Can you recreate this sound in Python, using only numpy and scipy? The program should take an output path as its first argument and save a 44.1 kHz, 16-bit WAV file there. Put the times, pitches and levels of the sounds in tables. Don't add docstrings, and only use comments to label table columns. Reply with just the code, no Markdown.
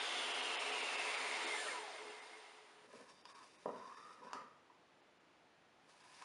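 import sys
import numpy as np
from scipy import signal
from scipy.fft import rfft, irfft, next_fast_len
from scipy.io import wavfile
from scipy.ndimage import uniform_filter1d, minimum_filter1d

SR = 44100
rng = np.random.default_rng(int(sys.argv[2]) if len(sys.argv) > 2 else 0)


def rack_gain(trim_db):
    fader = np.asarray(trim_db, float)
    return 10 ** (fader / 20)


def file_out(sig):
    cols = np.atleast_2d(sig).T
    lim = np.clip(cols, -1, 1)
    pcm = np.round(lim * 32767).astype(np.int16)
    wavfile.write(sys.argv[1], SR, pcm)


N = 275594
T = np.arange(N) / SR

# (frequency [Hz], width [Hz], level [dB])
HOLLOW_MODES = [(260, 102, 7.5), (410, 57, 7.5), (482, 83, 12.5), (577, 78, 4.5)]


def evened(x):
    return x / np.sqrt(np.mean(x ** 2) + 1e-20)


def read(points, hz):
    f, value = np.transpose(points)
    return np.interp(np.log(hz + 1), np.log(f + 1), value)


def follow(rows):
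    s, *columns = np.transpose(rows)
    gate = uniform_filter1d(1. * (T >= s[0]) * (T <= s[-1]), size=400)
    return gate, *(np.interp(T, s, c) for c in columns)


def resonate(x, hz, width):
    r = np.exp(-np.pi * width / SR)
    if np.isscalar(hz):
        return 2 * signal.lfilter([1 - r], [1, -r * np.exp(2j * np.pi * hz / SR)], x).real
    turn = np.exp(2j * np.pi * np.cumsum(hz) / SR)
    return 2 * (turn * signal.lfilter([1 - r], [1, -r], x / turn)).real


def body(x, modes):
    out = np.zeros(len(x))
    for hz, width, db in modes:
        once = resonate(x, hz, width)
        out += rack_gain(db) * resonate(once, hz, 3 * width) / np.sqrt(width)
    return out


def noise(spectrum, patchy_db):
    hz = np.fft.rfftfreq(1024, 1 / SR)
    a, b, patches = rng.standard_normal((N // 256 + 5, 513, 3)).T
    patches = uniform_filter1d(uniform_filter1d(patches, size=10, axis=0), size=10, axis=1)
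    inside = (hz >= spectrum[0][0]) & (hz <= spectrum[-1][0])
    gain = rack_gain(read(spectrum, hz)[:, None] + patchy_db * evened(patches)) * inside[:, None]
    return evened(signal.istft((a + 1j * b) * gain, nperseg=1024, noverlap=768)[1][:N])


def wander():
    uneven_db, size = 1.4, round(.02 * SR)
    drift = uniform_filter1d(uniform_filter1d(rng.standard_normal(N), size), size)
    return rack_gain(uneven_db * evened(drift))


def whine():
    # (time [s], mesh [Hz], clear whine level [dB])
    speed = [(0, 3670, -52), (.4, 3250, -55), (1., 2650, -56), (1.4, 2230, -59), (1.5, 2160, -61),
             (1.57, 2020, -60), (1.68, 1380, -55), (1.76, 1000, -56), (1.95, 640, -60), (2.1, 430, -65),
             (2.3, 250, -75), (2.6, 120, -95)]
    # (multiple of mesh [1], flutter [Hz], early level [dB], braking level [dB])
    orders = [(.42, 30, -9, 1), (1, 35, 1, 2), (1.32, 40, -14, 3), (1.82, 40, -14, 1), (2.75, 80, -24, -8)]
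    # (frequency [Hz], width [Hz], level [dB])
    frame = [(425, 20, 3), (640, 40, 7), (850, 40, 4), (990, 60, 9), (1790, 50, 11), (2040, 25, 7),
             (2140, 25, 13), (2245, 25, 9), (2680, 30, 4), (2800, 30, 4), (4000, 100, 2), (4750, 250, 6)]
    gate, mesh, clear_db = follow(speed)
    braking = np.clip((T - 1.59) / .09, 0, 1)
    fuzz_db = -41 - 2 * T - 44 * np.maximum(T - 1.34, 0)
    fuzz = resonate(resonate(rng.standard_normal(N), 0.827 * mesh, 560), 0.94 * mesh, 570)
    out = rack_gain(fuzz_db) * evened(fuzz)
    for order, flutter_hz, early_db, brake_db in orders:
        tone_hz = order * mesh
        steady = np.sqrt(2) * np.sin(2 * np.pi * np.cumsum(tone_hz) / SR)
        flutter = evened(resonate(rng.standard_normal(N), tone_hz, flutter_hz))
        faint_db = 200 * np.clip(1 - tone_hz / 430, 0, 1)
        if order != 1:
            faint_db += 40 * np.clip(1 - mesh / 1150, 0, 1)
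        level_db = clear_db + early_db + braking * (brake_db - early_db) - faint_db
        out += rack_gain(level_db) * (.7 * steady + .7 * flutter)
    out *= gate
    direct = rack_gain(-4.5 * np.clip((T - 1.5) / .08, 0, 1)) * out
    return direct + sum(rack_gain(db - 9.5) * resonate(out, hz, width) for hz, width, db in frame)


def flares():
    # (centre time [s], length [s], frequency [Hz], glide [Hz/s], level [dB])
    crossings = [(1.509, 0.043, 2120, 3, -49.5), (1.537, 0.043, 2066, -100, -46.5),
                 (1.56, 0.048, 2143, 0, -50), (1.555, 0.026, 850, -600, -51.5),
                 (1.604, 0.038, 1740, -300, -48.5), (1.631, 0.061, 699, -2000, -56),
                 (1.674, 0.093, 1342, -3000, -55.5), (1.685, 0.02, 1850, -300, -47),
                 (1.716, 0.035, 1740, -500, -57), (1.72, 0.018, 2140, -300, -46.5),
                 (1.75, 0.041, 988, -1500, -56), (1.785, .05, 897, -1800, -60),
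                 (1.818, 0.03, 926, -500, -61), (1.858, 0.057, 662, -4, -59.5),
                 (1.938, 0.046, 633, -100, -63), (2.017, 0.041, 431, 198, -61),
                 (2.085, 0.068, 424, -100, -58.5), (2.011, 0.035, 960, -300, -67),
                 (2.07, 0.077, 866, -900, -63), (0.031, 0.075, 3635, -900, -54), (1.32, 0.08, 2146, 0, -50),
                 (1.458, 0.045, 340, 0, -54.5), (1.088, .11, 4680, -1900, -62)]
    out = np.zeros(N)
    for s, length, hz, glide, db in crossings:
        start, stop = max(round((s - 2 * length) * SR), 0), round((s + 2 * length) * SR)
        t = T[start:stop] - s
        swell = np.exp(-2 * (t / length) ** 2)
        tone = np.sin(2 * np.pi * (hz + glide * t / 2) * t)
        out[start:stop] += np.sqrt(2) * rack_gain(db) * swell * tone
    return out


def saw():
    # (time [s], level [dB])
    effort = [
        (0, 0.5),
        (.3, 0.8),
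        (1.5, 0.84),
        (1.73, -3.5),
        (1.84, -7.5),
        (2.33, -14),
        (2.87, -24.5),
    ]
    # (frequency [Hz], density [dB/Hz])
    roar = [(35, -71), (60, -59), (129, -22), (178, -63), (272, -17), (370, -14), (422, 4), (519, 1),
            (716, 4), (1650, 1), (2000, 2), (2600, -59), (4400, -120)]
    wash = [(710, -30), (1200, -6.5), (1520, -25), (1900, -22), (2070, -4), (2250, -5), (3510, -9.5),
            (4860, -13.5), (6500, -19.5), (8450, -27.5), (14300, -120)]
    hiss = [(2650, 10), (4500, 3.5), (5260, -2.5), (6070, -0.5), (7310, 5), (7840, -2.5), (8640, 5),
            (9600, 6.5), (10400, -4), (11400, -2.5), (14800, -61), (22000, -120)]
    mode_hz = [265, 341, 425, 722, 829, 964, 2035, 2140, 2683, 3640, 4690, 5082, 7450, 8270]
    # (width [Hz], running level [dB], stopped level [dB])
    mode_levels = [(15.3, -22, -21), (11.1, -20, -16.5), (9.4, -13.5, -7.5), (18.7, -14, -14),
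                   (12, -38, -14.5), (25.4, -13.5, -12), (13.9, -38, -11.5), (16, -17.5, -9.5),
                   (30, -14.5, -25), (24.9, -18.5, -16), (40.2, -48, -20), (60, -24, -19),
                   (49.3, -13.5, -14), (69.4, -13, -10)]
    gate, effort_db = follow(effort)
    bite = np.exp(-((T - 1.65) / 0.12) ** 2)
    roar_db = -48 + 0.88 * effort_db - bite
    wash_db = -48 + effort_db
    hiss_db = -55.5 + 0.96 * effort_db + 6.5 * bite
    out = rack_gain(roar_db) * noise(roar, patchy_db=0.5)
    out += rack_gain(wash_db) * noise(wash, patchy_db=1.0)
    out += rack_gain(hiss_db) * noise(hiss, patchy_db=1.3)
    stopped = np.clip((T - 1.3) / 0.67, 0, 1)
    sway = wander() ** .8
    hushed_db = -25 * np.maximum(T - 2.45, 0)
    for hz, (width, running_db, stopped_db) in zip(mode_hz, mode_levels):
        shaker_db = roar_db + 1 if hz < 1500 else wash_db + 3.5 if hz < 6000 else hiss_db - 2.8
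        level_db = shaker_db + running_db + stopped * (stopped_db - running_db)
        level_db = level_db + (hz > 1500) * hushed_db
        ring = evened(resonate(rng.standard_normal(N), hz, width))
        out += rack_gain(level_db) * ring * np.roll(sway, round(7 * hz))
    return gate * out


def knocks():
    # (time [s], peak level [dB], hollow level [dB], crack level [dB], crack frequency [Hz])
    blows = [(3.2, -78, -10, -7, 2660), (2.937, -63.5, 12.5, -20, 2900), (3.092, -61, -8, 3, 5440),
             (3.192, -70, -8, 6, 5520), (3.255, -50, -22, 5, 4700), (3.351, -62, -3, -13, 1800),
             (4, -63, -24, -7, 3590), (3.3, -67, -8, 14, 7900), (3.659, -35.5, 5.5, -24, 2100),
             (3.691, -41.5, -8, -24, 2000), (3.803, -52, -9, -23, 1800), (4.7, -69, -7, -16, 2500),
             (3.9, -53, -19, -26, 1920), (4.333, -38.5, -35, 4, 1300), (4.419, -50, -7, -25, 1980),
             (5.894, -75, 10, -10, 2570), (6.095, -70, -12, 6, 3600), (9, -63, -20, -10, 2360),
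             (6.23, -61, -24, 0, 2400), (6.172, -64, -20, -12, 2500), (4, -65, -20, -8, 5500),
             (2.9, -66, -18, -8, 4700), (4.1, -64, -22, -4, 3600), (2.1, -61, 11, -4, 2300),
             (6.139, -68, -20, -1, 3660), (6.7, -74, -20, 9, 5600), (6.11, -70, -20, 4, 4000),
             (6.005, -68, -15, 10, 5000), (5.922, -72, -15, 7, 4700), (6.068, -66, -15, -8, 4800),
             (6.199, -72, -20, 12, 5900), (6.216, -70, -20, 9, 6400), (6.247, -66, -20, -4, 1800),
             (3.7, -76, -20, 5, 5100), (3.349, -70, -20, 0, 4800), (4.7, -58, -18, -20, 1800),
             (4.098, -63, -20, -20, 1800), (6.048, -71, -15, -2, 2000)]
    # (frequency [Hz], width [Hz], level [dB])
    struck = [(998, 100, 2), (1212, 40, -8), (1600, 220, -9), (1820, 170, -8)]
    # (frequency [Hz], width [Hz], level [dB])
    edge_modes = [(2780, 2100, 1.5), (4670, 560, 2), (7000, 4100, -11)]
    contact_s, crack_width_hz = 2.9e-3, 350
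    out, t = np.zeros(N), np.arange(3500) / SR
    roughness = rng.standard_normal((len(blows), 3500))
    for (s, db, hollow_db, crack_db, crack_hz), rough in zip(blows, roughness):
        blow = (rough + 3.7 * (t < .0004)) * np.exp(-t / contact_s)
        blow = blow - uniform_filter1d(blow, size=60)
        crack_modes = [(crack_hz, crack_width_hz, 0)] + edge_modes
        parts = [body(blow, modes) for modes in (struck, HOLLOW_MODES, crack_modes)]
        panel, hollow, crack = (p / abs(p).max() for p in parts)
        hit = rack_gain(db) * (panel + rack_gain(hollow_db) * hollow + rack_gain(crack_db + 3.0) * crack)
        part = out[round((s - .001) * SR):][:3500]
        part += hit[:len(part)]
    return out - uniform_filter1d(out, size=300)


def pressure(rows, rise_db_per_s, fall_db_per_s):
    shapes = []
    for s, held, *_ in rows:
        below_db = np.maximum(rise_db_per_s * (s - T), fall_db_per_s * (T - s - held))
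        shapes.append(rack_gain(-np.maximum(below_db, 0)))
    return np.sqrt(rack_gain(np.array(rows)[:, 2:].T) ** 2 @ np.square(shapes))


def rubbing():
    # (full from [s], held [s], walls level [dB], hollow level [dB], rasp level [dB])
    handling = [
        (2.935, 0.07, -56.5, -62.5, -65),
        (3.03, 0.019, -59, -76, -86),
        (3.47, 0.16, -72, -82, -69.5),
        (5.915, 0.044, -71, -99, -72),
        (6.03, 0.083, -63.5, -103, -66),
        (6.15, 0.17, -62, -101, -63),
    ]
    slides = [
        (3.12, 0.11, -88, -83, -74.5),
        (3.3, 0.018, -76, -89, -70),
        (3.4, 0.025, -86, -93, -89),
        (3.76, 0.063, -57, -64, -71),
        (3.87, 0.26, -57, -71, -67),
        (4.255, 0.02, -58.5, -62.5, -70),
        (4.31, 0.036, -56.5, -64.5, -82),
    ]
    settles = [
        (3.675, 0.013, -62, -48.5, -76),
        (4.35, 0.0072, -50.5, -57.5, -70),
    ]
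    scuffs = [
        (3.348, .02, -61, -85, -71),
        (3.383, .01, -64, -85, -72),
        (3.094, .008, -69, -78, -69),
        (6.222, .006, -59, -85, -72),
        (5.892, .02, -74, -88, -76),
        (3.29, .02, -65, -88, -75),
        (3.412, .005, -65, -85, -76),
        (3.432, .012, -66, -85, -69),
    ]
    # (frequency [Hz], width [Hz], level [dB])
    panel_modes = [(800, 150, -3), (1006, 130, 9), (1230, 76, 3.5), (1530, 70, -3), (1706, 265, 4),
                   (2170, 700, -5)]
    # (frequency [Hz], width [Hz], level [dB])
    rasp_bed = [(2400, 1100, 10.5), (2720, 300, -19), (4250, 2600, 11.5), (8000, 4600, 4.5)]
    # (frequency [Hz], width [Hz], level [dB])
    grain_modes = [(2370, 120, -18), (3630, 230, -3.5), (4760, 170, -2), (5380, 200, -3.5),
                   (5860, 250, -12)]
    # (time [s], frequency [Hz])
    gap_curve = [(2.86, 1130), (3.82, 1014), (4.03, 1190), (4.18, 1230), (4.23, 980), (4.32, 1020),
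                 (4.37, 1200), (6.25, 1080)]
    slip_size = rack_gain(3.2 * np.minimum(rng.exponential(1, N), 3))
    slips = rng.standard_normal(N) * slip_size * (rng.random(N) < 2500 / SR)
    slips = evened(slips) + 1.3 * rng.standard_normal(N)
    all_modes = (panel_modes, HOLLOW_MODES, rasp_bed, grain_modes)
    walls, air, bed, rings = (evened(body(slips, modes)) for modes in all_modes)
    panel = np.sqrt(wander()) * walls
    hollow = wander() * air
    rasp = np.sqrt(wander()) * bed
    grain = wander() ** 2.5 * rings
    gap_hz = follow(gap_curve)[1]
    gap = np.sqrt(wander()) * evened(resonate(resonate(slips, gap_hz, 170), gap_hz, 300))
    overtone = evened(resonate(resonate(slips, 1.51 * gap_hz, 130), 1.57 * gap_hz, 300))
    gap = gap + rack_gain(-16.5) * wander() * overtone
    skin = pressure(handling, rise_db_per_s=139, fall_db_per_s=116)
    sliding = pressure(slides, rise_db_per_s=139, fall_db_per_s=116)
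    wood = np.hypot(sliding, pressure(settles, rise_db_per_s=3000, fall_db_per_s=103))
    scuff = pressure(scuffs, rise_db_per_s=1500, fall_db_per_s=500)
    skin_rasp = rack_gain(-2.0) * (rasp + rack_gain(-16) * grain)
    wood_rasp = rack_gain(-4.0) * (rasp + rack_gain(-2) * grain)
    out = (skin * [0.41 * panel + 0.094 * gap, hollow, skin_rasp]).sum(axis=0)
    out += (wood * [0.46 * panel + 0.7 * gap, hollow, wood_rasp]).sum(axis=0)
    out += (scuff * [.5 * walls + .8 * gap, hollow, bed + .3 * rings]).sum(axis=0)
    return out - uniform_filter1d(uniform_filter1d(out, size=200), size=200)


def shop(x):
    # (frequency [Hz], decay by 60 dB [s])
    decay = [(200, 0.14), (1000, 0.59), (4000, 0.43), (10000, 0.29)]
    taps = np.zeros(SR)
    at = np.arange(200, SR - 20, 20)
    taps[at + rng.integers(0, 20, len(at))] = rng.choice([-1., 1.], len(at))
    hz, t, z = signal.stft(taps, SR, nperseg=256)
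    fading = rack_gain(-60 * t / read(decay, hz)[:, None])
    tail = signal.istft(z * fading, SR, nperseg=256)[1]
    return signal.fftconvolve(x, tail / np.linalg.norm(tail))[:N]


def still_room():
    # (frequency [Hz], density [dB/Hz])
    air_spectrum = [(15, -46), (25, -30), (175, -4.5), (210, -8.5), (244, -3.5), (350, -1), (397, -5.5),
                    (452, -3), (857, -3), (926, -4.5), (1670, -7.5), (3330, -13.5), (11400, -33),
                    (14800, -70), (22000, -120)]
    fade = np.clip((T - 2.3) / 0.64, .15, 1)
    return fade * rack_gain(-69.5) * noise(air_spectrum, patchy_db=-0.45)


def scene():
    tones, hits = whine() + flares(), knocks()
    mono = tones + hits + shop(rack_gain(-19) * tones + rack_gain(-4.5) * hits)
    mono += saw() + rubbing() + still_room()
    return np.array([mono, mono])


def starve(x):
    # (time [s], loss [dB], from frequency [Hz])
    starved = [(.008, 20, 5500), (.33, 22, 4000), (.416, 22, 4500), (.566, 24, 4000), (.576, 24, 4000),
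               (.586, 24, 4000), (.715, 20, 4200), (.82, 20, 5000), (.97, 22, 3500), (1.165, 18, 4000),
               (1.46, 18, 4500), (2.21, 16, 2500), (3.232, 24, 3000), (3.338, 26, 2500), (3.575, 22, 2800),
               (3.96, 12, 500), (5.02, 16, 5000), (5.19, 16, 3000), (6.028, 18, 4000)]
    # (time [s], low edge [Hz], high edge [Hz], level [dB])
    split_bands = [(.045, 8300, 9800, -66), (.18, 8300, 9800, -66), (.53, 7600, 9000, -66),
                   (.53, 9700, 11000, -74), (1.575, 5700, 7000, -67), (2.11, 5200, 7000, -76),
                   (2.715, 4300, 5300, -82), (4.945, 6300, 7600, -98)]
    hz, t, z = signal.stft(x, SR, nperseg=512, noverlap=384)
    size = uniform_filter1d(abs(z), size=9, axis=2)
    peak = -minimum_filter1d(-size, size=11, axis=1)
    weak = size < .85 * peak
    loss_db = 0
    for s, db, low_hz in starved:
        loss_db = loss_db + db * (hz[:, None] > low_hz) * np.exp(-((t - s) / .007) ** 2)
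    z = z * rack_gain(-loss_db * weak)
    fill = signal.stft(rng.standard_normal(N), SR, nperseg=512, noverlap=384)[2]
    for s, low_hz, high_hz, db in split_bands:
        band = np.outer((hz > low_hz) & (hz < high_hz), abs(t - s) < .014)
        z += rack_gain(db) * np.sqrt(SR / 2 / (high_hz - low_hz)) * band * np.array([fill, -fill])
    return signal.istft(z, SR, nperseg=512, noverlap=384)[1][:, :N]


def low_pass(x):
    return signal.sosfilt(signal.butter(12, 11540, fs=SR, output="sos"), x)


def record(dry):
    size = next_fast_len(N + 4096)
    hz = np.fft.rfftfreq(size, 1 / SR)
    notch = rack_gain(-6 * np.exp(-((hz - 7900) / 220) ** 2))
    rolloff = rack_gain(-40 * np.clip((hz - 10300) / 1400, 0, 2) ** 2)
    heard = irfft(rfft(dry, size) * notch * rolloff, size)[:, :N]
    return low_pass(starve(heard))


dry = scene()
out = record(dry)
file_out(out)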